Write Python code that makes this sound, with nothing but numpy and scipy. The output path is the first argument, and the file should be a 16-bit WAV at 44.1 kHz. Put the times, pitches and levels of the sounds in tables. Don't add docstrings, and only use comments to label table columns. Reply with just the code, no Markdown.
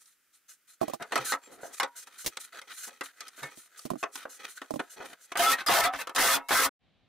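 import sys
import numpy as np
from scipy import signal
from scipy.fft import rfft, irfft, next_fast_len
from scipy.io import wavfile
from scipy.ndimage import uniform_filter1d, minimum_filter1d

SR = 44100
rng = np.random.default_rng(int(sys.argv[2]) if len(sys.argv) > 2 else 0)


def to_wav(s):
    ch = np.atleast_2d(s).T
    pcm = np.round(np.clip(ch, -1, 1) * 32767)
    wavfile.write(sys.argv[1], SR, pcm.astype(np.int16))


N = 312404
BASS_HZ, MIDS_HZ, TREBLE_HZ = (200, 900), (900, 4000), (5000, 15000)


def amp(db):
    return 10 ** (np.asarray(db) / 20)


def rms(x):
    return np.sqrt(np.mean(x ** 2) + 1e-20)


def read(points, hz):
    f, value = np.transpose(points)
    return np.interp(np.log(hz + 1), np.log(f + 1), value)


def add(mix, s, sound):
    part = mix[:, max(round(s * SR), 0):][:, :sound.shape[-1]]
    part += sound[..., :part.shape[1]]


def filtered(x, gain):
    n = next_fast_len(x.shape[-1] + SR // 20)
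    return irfft(rfft(x, n) * gain(np.fft.rfftfreq(n, 1 / SR)), n)[..., :x.shape[-1]]


def tinted(x, points):
    return filtered(x, lambda hz: amp(read(points, hz)))


def band(x, edges):
    return filtered(x.mean(0), lambda hz: (hz > edges[0]) & (hz < edges[1]))


def wobble(n, rate):
    knots = rng.standard_normal(SR // 10)
    return np.interp(np.arange(n) * rate / SR, np.arange(len(knots)), knots)


def grains(per_s):
    clicks = rng.standard_normal(N) * (rng.random(N) < per_s / SR)
    return clicks / rms(clicks)


# frequency in Hz, likeness of left and right from 0 to 1.
LIKENESS = [(100, .3), (600, .6), (1400, .935), (3100, .8), (6800, .24), (15000, .19)]

def noise(n):
    shared, own = rng.standard_normal(n), rng.standard_normal((2, n))
    centre = filtered(shared, lambda hz: np.sqrt(read(LIKENESS, hz)))
    return centre + filtered(own, lambda hz: np.sqrt(1 - read(LIKENESS, hz)))


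# frequency in Hz, width in Hz, strength in dB.
METAL_MODES = [(277.5, 16, 2.5), (536.7, 25.4, 2.5), (697.4, 47, 5), (807.6, 42, -1), (956, 6.8, -2),
               (1299, 51, 0), (1468, 17, -0.5), (1541, 30, -10.5), (1794, 100, -2), (2033, 220, 1),
               (2510, 110, -6.5), (3473, 38.3, -1.5), (3825, 97, -5.5), (6120, 340, -6)]

def ringing(x, lift_db=0):
    return filtered(x, lambda hz: 1 + sum(amp(db + lift_db) / (1 + 2j * (hz - f) / width)
                                          for f, width, db in METAL_MODES))


# frequency in Hz, gain in dB.
METAL_EQ = [(30, -9), (150, -12), (270, -6.5), (390, -1.5), (600, -5), (1200, 7.5), (2000, -3), (3000, 0),
            (4500, -4), (7000, -8), (11000, -8), (15500, -12.5), (17000, -43.5)]
# frequency in Hz, seconds to fall 60 dB before scaling by ring.
METAL_DECAY = [(100, 0.12), (500, 0.2), (1400, 0.18), (3500, 0.098), (8000, 0.09), (15000, 0.013)]

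def sheet(ring, crack_db, crack_s=0.026):
    n = SR // 3
    hz, t, spectrum = signal.stft(noise(n), SR, nperseg=256)
    t60 = ring * read(METAL_DECAY, hz)[:, None]
    tail = signal.istft(spectrum * amp(-60 * t / t60), SR)[1][:, :n]
    crack = 1 + amp(crack_db) * np.exp(-np.arange(n) / SR / crack_s)
    return ringing(tinted(tail * crack, METAL_EQ))


def uneven(x, depth_db, spacing_hz):
    knots = rng.standard_normal(SR // 20)
    return filtered(x, lambda hz: amp(depth_db * np.interp(hz / spacing_hz, range(len(knots)), knots)))


def wandering(x, rounds_per_s=3.4, spots=3):
    turn = np.arange(N) / SR * rounds_per_s
    return sum(np.cos(np.pi * (turn + k / spots)) ** 4 * uneven(x, depth_db=5.5, spacing_hz=139.7)
               for k in range(spots))


def sweep(start, end, rise_s, fall_s):
    t = np.arange(N) / SR
    speed = 0.91 + 0.18 * np.sin(np.pi * np.clip((t - start) / (end - start), 0, 1))
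    attack = np.clip((t - start) / rise_s + .5, 0, 1)
    return speed * attack * np.exp(-np.clip((t - end) / fall_s, 0, 20))


# start and end in seconds, hiss level in dB.
HAND_SLIDES = [(0, 0.133, -64), (0.332, 0.376, -62.5), (0.487, 0.538, -53.5), (0.677, 0.742, -56),
               (1.25, 1.327, -33.5), (1.512, 1.566, -58.5), (1.612, 1.694, -55.5), (1.727, 1.784, -48.5),
               (1.96, 2.031, -48), (2.182, 2.236, -46), (2.398, 2.452, -48), (2.73, 2.887, -46.5),
               (3.033, 3.082, -52), (3.365, 3.469, -52), (3.556, 3.664, -54.5), (3.773, 3.852, -53),
               (3.98, 4.016, -50), (4.118, 4.196, -52.5), (4.295, 4.374, -52), (4.486, 4.583, -52),
               (4.702, 4.77, -55), (4.9, 4.952, -52), (5.053, 5.119, -53), (5.209, 5.26, -55.5)]
# start and end in seconds, ring level in dB, rumble offset in dB.
METAL_SHIFTS = [(0.805, 0.922, -52.5, -11), (0.999, 1.034, -56.5, 13), (1.109, 1.287, -47.5, -1.5),
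                (1.473, 1.724, -69.5, 14), (2.523, 2.597, -50.5, -9.5), (2.674, 2.731, -47, -14.5),
                (2.873, 2.896, -51.5, -1.5), (3.055, 3.081, -47, -21), (3.198, 3.288, -53, -13),
                (3.378, 3.468, -47.5, -2), (4.174, 4.227, -49, -12.5), (4.393, 4.481, -50, -9.5),
                (4.572, 4.58, -47, -21), (4.962, 5.133, -53, 2)]

def handling(hold_s=(1.0, 5.7), fidget_db=4):
    held = sweep(*hold_s, rise_s=0.034, fall_s=0.039) * amp(fidget_db * wobble(N, rate=25))
    levels = amp([-70, -65, -76])[:, None] * held
    for start, end, db in HAND_SLIDES:
        slide = amp([db, db - 11, db - 27])[:, None] * sweep(start, end, rise_s=0.014, fall_s=0.011)
        levels = np.maximum(levels, slide)
    for start, end, db, rumble_db in METAL_SHIFTS:
        shift = amp([db, db + rumble_db])[:, None] * sweep(start, end, rise_s=0.0056, fall_s=0.022)
        levels[1:] = np.maximum(levels[1:], shift)
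    return levels


# frequency in Hz, gain in dB.
SKIN_EQ = [(500, -35), (1500, -18), (3000, -8), (5000, -0.5), (6200, 4), (9000, 2.5), (12000, -1.5),
           (15500, -7.5)]
STRIP_EQ = [(300, -42.5), (950, -16), (1300, 3), (2200, -2.5), (3200, -4), (6000, -9.5), (15000, -19.5)]
HULL_EQ = [(30, -27), (100, -20.5), (250, -8), (700, -4), (1000, -10.5), (2000, -18), (6000, -59)]

def rubs(flutter_db=3.5, grit_db=3.5, ticks_per_s=22, tick_db=-12):
    hiss_level, ring_level, rumble_level = handling()
    hiss, ring, rumble = (ringing(wandering(tinted(noise(N), eq))) for eq in (SKIN_EQ, STRIP_EQ, HULL_EQ))
    pressure = amp(flutter_db * wobble(N, rate=51))
    grit = amp(grit_db * wobble(N, rate=260))
    clicks = grains(ticks_per_s) * ring_level
    spot = tinted(sheet(ring=0.25, crack_db=14), [(600, -6), (1500, 4.5)])
    ticks = signal.oaconvolve(clicks[None], spot / np.linalg.norm(spot[0]), axes=1)[:, :N]
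    friction = (hiss_level * hiss / rms(hiss)
                + grit * ring_level * ring / rms(ring)
                + rumble_level * rumble / rms(rumble))
    return amp(tick_db) * ticks + pressure * friction


# frequency in Hz, gain in dB.
ROOM_EQ = [(24, -27.5), (40, -4), (54, -20), (263, -6.5), (980, -15), (1350, -0.5), (4340, -10.5),
           (4790, -8), (6950, -7.5), (15000, -7.5)]

def room_tone(eq=ROOM_EQ, level_db=-70.5):
    air = tinted(noise(N), eq)
    return amp(level_db) * air / rms(air)


def voiced(x, bass_db, mid_db, treble_db):
    low, mid, high = (db - 20 * np.log10(rms(band(x, edges)[:SR // 100]))
                      for db, edges in ((bass_db, BASS_HZ), (mid_db, MIDS_HZ), (treble_db, TREBLE_HZ)))
    return tinted(x, [(650, low), (1200, mid), (2150, mid), (5000, high)])


# start in seconds, level in dB, brightness in dB.
HULL_KNOCKS = [(0.057, -74, 29), (1.0225, -32, 3), (1.1207, -22.5, -2), (1.1558, -15.5, 0.5),
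               (1.175, -24.5, 2), (1.3212, -14.5, -0.5), (1.6323, -42.5, -39), (1.799, -18, 1),
               (1.83, -20.5, -0.5), (2.0704, -45, 7.5), (2.3697, -31, 8.5), (2.615, -41, 5.5),
               (3.009, -26.5, -1.5), (3.2057, -39, 13.5), (3.2808, -51, 21.5), (3.4302, -31, 3),
               (3.7919, -44.5, 13.5), (4.0282, -22, -5), (4.155, -32.5, 10), (4.253, -31.5, -18),
               (4.6158, -31, -5.5), (4.793, -24, -8), (5.002, -36.5, -16), (5.3181, -28.5, -2),
               (5.3544, -23, -10.5), (5.372, -30.5, 14.5), (5.688, -14, -13), (5.9352, -25.5, -5.5),
               (6.0711, -28.5, -1), (6.0935, -31.5, -1.5), (6.161, -11.5, 8), (6.181, -16.5, -4.5),
               (6.49, -28.5, -3), (6.507, -17, -16)]

def knocks(loud_db=-20, push=0.62, rise_s=0.00092, chatter_db=2.7):
    out = np.zeros((2, N))
    for start, db, bright in HULL_KNOCKS:
        db += push * max(db - loud_db, 0)
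        ring = 0.81 * np.interp(bright, [-6, 11], [.95, .5])
        hit = uneven(sheet(ring, crack_db=-7.5), depth_db=4.5, spacing_hz=133.7)
        hit = tinted(hit, [(70, -27.5), (140, -1.5), (280, 6)])
        t = np.arange(hit.shape[1]) / SR
        hit *= (1 - np.exp(-t / rise_s)) * amp(chatter_db * wobble(len(t), rate=200))
        hit = voiced(hit, bass_db=db - 16 - 0.46 * bright, mid_db=db - 8, treble_db=db - 19 + bright)
        add(out, start, hit)
    return out


# frequency in Hz, level in dB, seconds to fall 60 dB.
MOUNT_MODES = [(70, -37, .08), (138, 0, 0.059), (206, -5.5, 0.07), (249.4, 6, 0.042), (336, 2.5, 0.075),
               (473, -8, 0.08), (617, 10.5, 0.039), (800, -0.5, 0.064), (1130, 6, 0.031)]

def mount_thud(t, centre_hz, spread=0.081, rise_s=0.00036):
    thud = np.zeros(len(t))
    for hz, db, t60 in MOUNT_MODES:
        detune, phase = rng.uniform(-1.63, 1, 2)
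        struck = amp(db) / (1 + np.log2(hz / centre_hz) ** 2)
        tone = np.sin(2 * np.pi * hz * (1 + spread * detune) * t + np.pi * phase)
        thud += struck * amp(-60 * t / t60) * tone
    thud = tinted(thud * (1 - np.exp(-t / rise_s)), [(40, -54), (140, 14)])
    return thud / rms(thud[:SR // 100])


# start in seconds, level in dB, tone centre in Hz,
# creak offset in dB, seconds between blows, number of blows.
MOUNT_BUMPS = [(0.814, -11.5, 496, -27, 0.016, 2), (0.881, -24, 636, -18, .017, 2),
               (0.935, -23, 770, -16.5, 0.0075, 2), (2.245, -43, 1260, 2.5, .006, 2),
               (2.262, -33, 480, 8, .007, 3), (3.573, -44, 250, -7, 0, 1),
               (3.853, -27, 283, -15, 0.0076, 2), (3.903, -20, 1150, -20, 0, 1),
               (3.914, -22, 264, -32, .021, 3), (4.707, -20.5, 425, -23.5, 0.032, 2),
               (4.759, -23, 292, -24, 0, 1)]

def bumps(thud_db=-6, creak_db=2, rebound_db=-3, left_db=-10, left_lag_s=0.00076, creak_s=0.0081):
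    out, t = np.zeros((2, N)), np.arange(SR // 6) / SR
    creak_eq = [(60, -2), (300, 6), (1200, -6.5), (2500, 0.5), (6000, 3), (15000, -1.5)]
    for start, db, centre_hz, creak_offset_db, gap_s, blows in MOUNT_BUMPS:
        for k in range(round(blows)):
            s, gain = start + k * gap_s, amp(db + k * rebound_db)
            thud = gain * amp(thud_db) * mount_thud(t, centre_hz)
            add(out, s, thud * np.array([[0], [1]]))
            add(out, s + left_lag_s, thud * np.array([[amp(left_db)], [0]]))
            creak = tinted(noise(len(t)), creak_eq) * np.exp(-t / creak_s)
            add(out, s, gain * amp(creak_db + creak_offset_db) * creak)
    return out


# start and end in seconds, first and last pitch in Hz, level in dB.
SQUEALS = [(1.19, 1.219, 136, 131, -50), (1.259, 1.282, 1830, 1518, -45), (1.285, 1.33, 1530, 1520, -44.5),
           (1.255, 1.303, 6930, 6070, -48), (1.424, 1.464, 7430, 7400, -61), (3.42, 3.446, 146, 140, -52.5),
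           (3.425, 3.456, 1726, 1788, -44.5), (3.43, 3.483, 2185, 2200, -46.5),
           (5.397, 5.416, 703, 693, -20.5), (5.421, 5.459, 1250, 1296, -23.5),
           (5.464, 5.491, 1308, 1324, -15.5), (5.46, 5.484, 3410, 3430, -28),
           (5.522, 5.534, 1760, 1880, -26), (5.667, 5.679, 5230, 4880, -30),
           (5.846, 5.871, 676, 721, -24.5), (5.88, 5.925, 768, 762, -41.5), (6.25, 6.34, 529.4, 540, -37),
           (6.557, 6.598, 1526, 1605, -25.5), (6.59, 6.65, 505, 536, -38)]

def squeals(waver=0.0073, flutter_db=3, rise_s=0.0025, t60=0.1, octave_db=-22):
    out, t = np.zeros((2, N)), np.arange(SR // 4) / SR
    for start, end, first_hz, last_hz, db in SQUEALS:
        glide = np.interp(t, [0, end - start], [first_hz, last_hz])
        phase = 2 * np.pi * np.cumsum(glide * (1 + waver * wobble(len(t), rate=420))) / SR
        tone = np.sqrt(2) * (np.sin(phase) + amp(octave_db) * np.sin(2 * phase))
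        swell = (1 - np.exp(-t / rise_s)) * amp(-60 * np.maximum(t - end + start, 0) / t60)
        add(out, start, amp(db + flutter_db * wobble(len(t), rate=38)) * swell * tone)
    return out


# start and end in seconds, force in dB,
# bite (treble offset) in dB.
SCRAPE_STROKES = [(5.392, 5.532, -27, 1), (5.583, 5.613, -38.5, -11), (5.684, 5.809, -21.5, -1),
                  (5.838, 5.86, -24.5, -2), (5.947, 5.966, -44.5, -6), (5.989, 6.019, -39.5, -0.5),
                  (6.17, 6.356, -26.5, 1.5), (6.507, 6.657, -26, 0)]

def strokes(skid_s=0.021, skid_db=-12, grip_s=0.043, snag_s=0.023, lift_db_per_s=1000):
    t, force, bite = np.arange(N) / SR, np.zeros(N), np.zeros(N)
    for start, end, force_db, bite_db in SCRAPE_STROKES:
        grip = (t >= start) * np.exp(-abs(t - start) / grip_s)
        snag = np.exp(-abs(t - end) / snag_s)
        lift_db = lift_db_per_s * np.maximum(t - end, 0)
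        shape_db = skid_db * (t < start) + 0.5 * grip + 2.5 * snag - lift_db
        stroke = (t >= start - skid_s) * amp(force_db + shape_db)
        bite = np.where(stroke > force, amp(bite_db - 6.5 * grip), bite)
        force = np.maximum(force, stroke)
    return force, bite


def scrapes(level_db=2, rasp_db=-3.5, slips_per_s=1200, grind=0.8, judder_db=0.4, crossover_hz=4800):
    force, bite = strokes()
    slips = grains(slips_per_s)
    judder = amp(judder_db * wobble(N, rate=89))
    drive = (slips + grind * rng.standard_normal(N)) * judder
    direct = lambda hz: 1 / (1 + (crossover_hz / (hz + 1)) ** 6)
    rasp = filtered(tinted(noise(N), METAL_EQ), lambda hz: np.sqrt(direct(hz)))
    out = rasp / rms(band(rasp, TREBLE_HZ)) * judder * bite * force * amp(rasp_db)
    drive = filtered(drive, lambda hz: np.sqrt(1 - direct(hz))) / rms(drive) * force
    hop = SR // 25
    for first in range(0, N - 2 * hop, hop):
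        blows = drive[first:first + 2 * hop] * signal.windows.cosine(2 * hop)
        if blows.any():
            spot = ringing(sheet(ring=0.97, crack_db=13, crack_s=0.0037), lift_db=-11.5)
            spot /= np.linalg.norm(band(spot, MIDS_HZ))
            add(out, first / SR, signal.fftconvolve(blows[None], spot, axes=1))
    return amp(level_db) * out


# pitch in Hz, level against the scraping force in dB,
# seconds to fall 60 dB.
FREE_END_NOTES = [(2169, -28, .52), (2676, -32, .55)]

def free_end():
    t, out = np.arange(N) / SR, np.zeros(N)
    force, _ = strokes()
    for hz, db, t60 in FREE_END_NOTES:
        decay = amp(-60 / (t60 * SR))
        swell = signal.lfilter([1 - decay], [1, -decay], force)
        out += amp(db) * swell * np.sin(2 * np.pi * hz * t)
    return out


# frequency in Hz, gain in dB.
DULL_ROOM_EQ = [(18, -34), (30, -20), (87, -6.5), (240, -12.5), (337, -21.5), (774, -19.5), (859, -26),
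                (1090, -27), (1650, -26.5), (3780, -24.5), (4900, -37), (15000, -65)]

def dull_room(start_s=6.79, fade_s=0.055):
    fade = np.clip((np.arange(N) / SR - start_s) / fade_s, 0, 1)
    return room_tone(DULL_ROOM_EQ, level_db=-69.5) * fade


def scene(break_s=6.692, cut_s=0.00057):
    work = knocks() + scrapes() + free_end() + squeals() + rubs() + bumps() + room_tone()
    cut = np.exp(-np.maximum(np.arange(N) / SR - break_s, 0) / cut_s)
    return work * cut + dull_room()


def record(dry, ceiling_db=-14, release_db_per_s=600, cutoff_hz=15650):
    over_db = np.maximum(20 * np.log10(abs(dry).max(0) + 1e-9) - ceiling_db, 0)
    release = np.arange(N) * release_db_per_s / SR
    reduction_db = np.maximum.accumulate(over_db + release) - release
    gain_db = uniform_filter1d(minimum_filter1d(-reduction_db, size=45), size=45)
    low_pass = signal.firwin(511, cutoff_hz, window=("kaiser", 9), fs=SR)
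    return signal.oaconvolve(dry * amp(gain_db), low_pass[None], "same")


dry = scene()
out = record(dry)
to_wav(out)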